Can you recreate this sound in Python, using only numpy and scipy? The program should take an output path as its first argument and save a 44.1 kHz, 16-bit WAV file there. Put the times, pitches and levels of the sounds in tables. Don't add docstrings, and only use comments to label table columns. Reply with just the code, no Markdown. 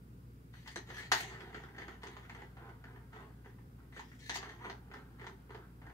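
import sys
import numpy as np
from scipy import signal
from scipy.fft import rfft, irfft, next_fast_len
from scipy.io import wavfile
from scipy.ndimage import map_coordinates

SR = 44100
rng = np.random.default_rng(int(sys.argv[2]) if len(sys.argv) > 2 else 0)


def ratio(d):
    e = np.asarray(d, float) / 20
    return 10 ** e


def store_pcm(level_fs):
    pcm = np.round(np.clip(level_fs, -1, 1) * 32767).astype(np.int16)
    wavfile.write(sys.argv[1], SR, np.atleast_2d(pcm).T)


N = 261513
SIZE = 2 ** 14
BINS = np.fft.rfftfreq(SIZE, 1 / SR)


def unit(x):
    return x / np.sqrt(np.mean(np.abs(x) ** 2) + 1e-20)


def along(points, hz):
    f, v = np.transpose(points)
    return np.interp(np.log(hz + 1), np.log(f + 1), v)


def wobble(rate):
    knots = rng.standard_normal(int(N * rate / SR) + 4)
    return map_coordinates(knots, [np.arange(N) * rate / SR])


def filtered(x, response):
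    m = next_fast_len(N + SR // 2)
    return irfft(rfft(x, m) * response(np.fft.rfftfreq(m, 1 / SR)), m)[..., :N]


# f/Hz, level/dB rms
MOTOR_LINES = [(59.2, -60), (118.4, -61), (258.4, -70)]
# f/Hz, level/dB per Hz
RUMBLE = [(25, -46), (48, -13), (140, -5), (330, -17), (472, -21), (620, -32.5), (1500, -30), (4000, -120)]
# f/Hz, correlation/1
ALIKE = [(60, 0.89), (130, 1), (290, 0.91), (640, 0.063), (1410, -0.74), (3100, 0.21), (6820, -0.018),
         (15000, 0.56)]


def fan():
    t = np.arange(N) / SR
    lines = 0
    for (hz, db), unsteady_db in zip(MOTOR_LINES, [0.3, 2.5, 1.5]):
        level = ratio(db + 3 + unsteady_db * wobble(7.1))
        lines = lines + level * np.sin(2 * np.pi * hz * t + 0.14 * unsteady_db * wobble(3.4))

    def mid_side(hz):
        turn = np.arccos(np.clip(along(ALIKE, hz), -1, 1)) / 2
        return ratio(along(RUMBLE, hz)) * [np.cos(turn), np.sin(turn)]

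    mid, side = filtered(rng.standard_normal((2, N)), mid_side)
    rumble = unit(np.array([mid + side, mid - side]))
    return lines + ratio(-58 + 0.57 * wobble(5.24)) * rumble


def peak(f, hz, width):
    return 1j * f * width / (hz * hz - f * f + 1j * f * width)


def plastic(modes, count):
    spot_db, spot_pitch = 1.5, 0.015
    spot = rng.standard_normal((count, len(modes), 2))
    rows = 0
    for k, (hz, width, db) in enumerate(modes):
        level = ratio(db + spot_db * spot[:, k, :1])
        rows = rows + (-1) ** k * level * peak(BINS, hz * (1 + spot_pitch * spot[:, k, 1:]), width)
    last = BINS / modes[-1][0]
    rows = rows / (1 + 1j * last - last ** 2)
    return rows / np.sqrt(np.mean(np.abs(rows) ** 2, axis=1, keepdims=True))


# t/s, level/dB
ECHOES = [(.004, -2), (.0062, -8), (.0115, -8), (.0155, -9), (.021, -11), (.03, -12)]
# f/Hz, t60/s
DECAY = [(300, 0.22), (800, 0.24), (2000, 0.2), (5500, 0.21), (14000, 0.031)]


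def room(spectra, starts):
    lead_s = 0.00015
    shadow_hz = 6000
    wet_db = -4.5
    count = len(starts)
    hz, t, z = signal.stft(rng.standard_normal((count, 2, SIZE)), SR, nperseg=256)
    likeness = along(ALIKE, hz).clip(0, 1)[:, None]
    z[:, 1] += likeness * (z[:, 0] - z[:, 1])
    z = z * ratio(-60 * t / along(DECAY, hz)[:, None])
    tail = signal.istft(z, SR, nperseg=256)[1][..., :SIZE]
    tail *= 1 - np.exp(-np.arange(SIZE) / SR / 0.01)
    tail /= np.linalg.norm(tail, axis=2, keepdims=True)

    late = rng.standard_normal((count, len(ECHOES), 2, 1)) * 0.00008
    late = late + rng.standard_normal((count, len(ECHOES), 1, 1)) * 0.000313
    near = 0
    for k, (s, db) in enumerate(ECHOES):
        near = near + ratio(db) * np.exp(-2j * np.pi * BINS * (s + late[:, k]))
    direct = np.exp(-2j * np.pi * BINS * np.array([[0], [lead_s]]))
    early = direct * (1 / (1 + 1j * BINS / shadow_hz) + near)
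    heard = irfft(spectra[:, None] * (early + ratio(wet_db) * rfft(tail)), SIZE)
    out = np.zeros((2, N + SIZE))
    for s, piece in zip(starts, heard):
        out[:, s:s + SIZE] += piece
    return out[:, :N]


# t/s, length/s, level/dB, swell over the length/dB, hardness/dB
SHOVES = [(0.531, .1, -71, -0.5, 3), (0.65, 0.016, -76.5, 13, 6.5), (0.763, 0.022, -66.5, 5, -3),
          (0.866, 0.11, -60, 7, -0.5), (0.979, 0.066, -49.5, -10.5, 0.5), (1.136, 0.15, -51, -15.5, 8),
          (1.224, 0.28, -49, -7, -8.5), (3.923, 0.056, -69, 10.5, -0.5), (4.048, .1, -83, 0, 9.5),
          (4.192, 0.1, -78, 6, 12), (4.295, 0.032, -51.5, 0, 0.5), (4.34, 0.027, -53.5, -14, 11),
          (4.377, 0.13, -52, -2, -8)]
# t/s, length/s, level/dB, swell/dB, hardness/dB
PASSES = [(1.545, 0.086, -52.5, -8, -6), (1.763, 0.16, -54.5, -1.5, -8), (2.018, 0.23, -53.5, -11, -6),
          (2.277, 0.14, -58, 2.5, -9.5), (2.568, 0.14, -50.5, -6, -16), (2.857, 0.15, -53.5, -8, -16),
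          (3.121, 0.095, -53, 1.5, -13), (3.443, 0.04, -61.5, 0, -9.5), (3.782, 0.047, -66, 1, -15),
          (4.589, 0.056, -62.5, 19, -11), (4.915, 0.047, -58, 7.5, -12), (5.18, 0.062, -63, 11, -10.5),
          (5.516, 0.074, -53.5, -3, -15), (5.816, 0.061, -56, -0.5, -18)]
# t/s, level/dB, loss/dB per s
PUSHES = [
    (1.119, -55, 8),
    (4.295, -61.5, 6.5),
]


def contact(offset_db, slope, steep):
    rise_db_per_s, fall_db_per_s, murmur_hardness_db = 3986, 166, -14.5
    t = np.arange(0, N / SR, 0.002)
    s, length, db, swell_db, hard_db = np.transpose(SHOVES + PASSES)[..., None]
    shape_db = swell_db * np.clip((t - s) / length, 0, 1)
    shape_db -= rise_db_per_s * np.maximum(s - t, 0)
    shape_db -= steep * fall_db_per_s * np.maximum(t - s - length, 0)
    rubs = ratio(db + slope * hard_db + shape_db)
    push_s, push_db, loss_db = np.transpose(PUSHES)[..., None]
    murmur = (t > push_s) * ratio(push_db + slope * murmur_hardness_db - loss_db * (t - push_s))
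    power = np.sum(rubs ** 2, axis=0) + np.sum(murmur ** 2, axis=0)
    return ratio(offset_db) * np.interp(np.arange(N) / SR, t, np.sqrt(power))


# f/Hz, width/Hz, level/dB
THUD = [(200, 42, -6), (348, 115, -2.5), (391, 48.6, 7.5), (454, 172, -6.5)]
# f/Hz, width/Hz, level/dB
WALL = [(679.5, 125, -6.5), (899, 182, -2.5), (1330, 310, -5), (1612, 191, -3.5), (1790, 118, 1),
        (2000, 338, -2.5)]
# f/Hz, width/Hz, level/dB
SHELL = [(3110, 770, 1), (3814, 680, -2.5), (4290, 670, -1), (5440, 4680, -6), (6260, 830, -2.5),
         (6580, 600, -4.5), (7670, 2700, -10)]
# f/Hz, width/Hz, level/dB
EDGE = [(9400, 13000, 6), (12000, 6000, 8), (14900, 1800, -6)]
# offset/dB, slope/dB per dB of hardness, steepness of the fall/1
FOLLOW = [(5.5, 0.98, 1.1), (1.5, 1.12, 1.2), (-2, 1.5, 0.85), (-16, 1.7, 1.8)]


def trundle():
    high, shell, crisp, edge = [contact(*part) for part in FOLLOW]
    step = SR // 10
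    count = N // step + 1
    grit_db, ticks_per_s = 2.5, 1200
    size = ratio(grit_db * rng.exponential(size=N) + 0.75 * wobble(30)) * rng.choice([-1, 1], N)
    ticks = unit((rng.random(N) < ticks_per_s / SR) * size)

    def cut(gain):
        return rfft(np.resize(ticks * gain, (count, step)), SIZE)

    low = cut(ratio(-9.5) * contact(0, 0, 0.96))
    spectra = low * (plastic(WALL[:4], count) + ratio(-3) * plastic(THUD, count))
    spectra += cut(ratio(-8) * high) * plastic(WALL[4:], count)
    spectra += cut(ratio(-10) * shell) * plastic(SHELL[:2], count)
    spectra += cut(ratio(-9) * crisp) * plastic(SHELL[2:], count)
    spectra += cut(ratio(-3) * edge) * plastic(EDGE, count)
    return room(spectra, np.arange(count) * step)


# t/s, peak level/dB, thud/dB, shell click/dB, loudest wall note f/Hz
PAW_BLOWS = [(0.539, -48, -28, -15.5, 1520), (0.661, -42.5, -37, -26, 2000),
             (0.676, -38.5, -38, -8.5, 1710), (0.759, -29, -9.5, -11, 1700), (0.889, -43.5, 2.5, -16, 2100),
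             (0.902, -35, -7, -16, 2130), (0.968, -37, -36, -12.5, 1740), (1.117, -11.5, -22.5, -16.5, 920),
             (1.121, -19, -23, -7.5, 1820), (1.205, -29.5, -15.5, -12.5, 1790),
             (3.924, -47.5, -20, -21.5, 2000), (3.964, -37.5, -9, -19, 1590), (3.994, -36.5, -34, -14, 910),
             (4.116, -46, -45, -20, 1890), (4.201, -62, -33, -4, 1760), (4.295, -25, -18.5, -11, 1740),
             (4.357, -28, -14.5, -10, 636), (4.428, -32, -16.5, -19, 1100), (4.492, -39, -17, -15, 1840)]
# t/s, peak level/dB, thud/dB, loudest wall note
# f/Hz
FREE_TAPS = [(1.346, -38, -5, 1710), (1.406, -36.5, -10, 1310), (1.528, -43, -28, 2000),
             (1.545, -34, -7.5, 1390), (1.636, -39, -8, 1410), (1.687, -46, -10, 1950),
             (1.748, -44.5, -11, 1820), (1.783, -34.5, -13, 1830), (1.818, -36.5, -12, 1970),
             (1.881, -36, -8, 1340), (2.033, -33.5, -11.5, 910), (2.069, -33.5, -9, 1460),
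             (2.167, -36.5, -16.5, 990), (2.251, -48, -19, 1330), (2.296, -36, -30, 920),
             (2.348, -37.5, -30, 2070), (2.419, -40, -9, 830), (2.569, -43.5, -17, 750),
             (2.691, -42.5, -9, 1450), (2.84, -40.5, -12, 1460), (2.959, -46.5, -23.5, 1840),
             (3.131, -44, -31, 830), (3.159, -42.5, -25, 870), (3.443, -62, -12, 930),
             (3.459, -47, 2, 800), (3.585, -52, -3.5, 1000), (3.787, -56.5, -8.5, 1007),
             (4.592, -46, -26, 1610), (4.625, -59, -5, 988), (4.646, -42.5, -28, 780),
               (4.698, -31, -20, 880), (4.9, -54.5, 3, 1240), (4.914, -42, -15, 1430),
               (4.938, -36.5, -12, 1420), (5.196, -44, -25, 2060), (5.214, -39.5, -3.5, 1780),
               (5.242, -40.5, -30, 899), (5.267, -33, -14, 910), (5.494, -47, 2.5, 980),
               (5.505, -42, -14, 905), (5.547, -37.5, -6.5, 910), (5.573, -53.5, -1, 899),
               (5.817, -44.5, -18, 813), (5.866, -42, -27, 802), (5.898, -44, -13.5, 810)]
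# t/s, peak level/dB
CLAWS = [
    (1.117, -33),
    (1.205, -40),
    (2.034, -57),
    (2.113, -66),
    (4.15, -70),
    (4.19, -63),
    (4.359, -45),
]


def knocks():
    tap_shell_db, middle_tap_db = -24, -48
    taps = []
    for s, db, thud_db, hz in FREE_TAPS:
        click_db = tap_shell_db + 0.53 * (db - middle_tap_db)
        taps.append((s, db, thud_db, click_db, hz))
    s, db, thud_db, shell_db, note_hz = np.transpose(PAW_BLOWS + taps)[..., None]
    claw_s, claw_db = np.transpose(CLAWS)[..., None]
    count, every = len(s), len(s) + len(claw_s)

    t = np.arange(400) / SR
    rebounds = rng.random((every, 400)) < 0.06
    chatter = 0.3 * rng.standard_normal((every, 400)) * ratio(-60 * t / 0.008) * rebounds
    chatter[:, 0] = 1

    body = (1 + 1.4 * peak(BINS, note_hz, 170)) * plastic(WALL, count)
    body += ratio(-8) * peak(BINS, 1130, 1130)
    body += ratio(thud_db + 7.5) * plastic(THUD, count)
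    crisp_db = 0.59 * (shell_db - tap_shell_db) - 6.5
    click = plastic(SHELL[:2], count) + ratio(crisp_db) * plastic(SHELL[2:], count)
    body += ratio(shell_db + 7.5) * click
    claws = ratio(claw_db + 12.5) * plastic(EDGE, len(claw_s))
    body = np.concatenate([ratio(db + 8) * body, claws])
    starts = np.round(np.concatenate([s, claw_s])[:, 0] * SR).astype(int)
    return room(rfft(chatter, SIZE) * body, starts)


def scene():
    return fan() + trundle() + knocks()


def top_cut(x):
    return signal.sosfilt(signal.butter(12, 16090, fs=SR, output="sos"), x)


# f/Hz, left over right level/dB
PORTS = [(60, 1), (150, 1), (450, -4.5), (800, -1), (1500, -0.5), (3400, 4), (8200, 6), (15000, 17)]
# f/Hz, level/dB per Hz
HISS = [(1180, -4), (2000, -1.5), (4410, -9.5), (4680, -6), (6000, -11.5), (14600, -7.5), (15900, -7.5)]


def record(dry):
    ports = filtered(dry, lambda hz: ratio(along(PORTS, hz) * np.array([[0.5], [-0.5]])))
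    hiss = unit(filtered(rng.standard_normal((2, N)), lambda hz: ratio(along(HISS, hz))))
    mix = filtered(ports + ratio(-72.5) * hiss, lambda hz: hz < 15730)
    return top_cut(mix)


dry = scene()
out = record(dry)
store_pcm(out)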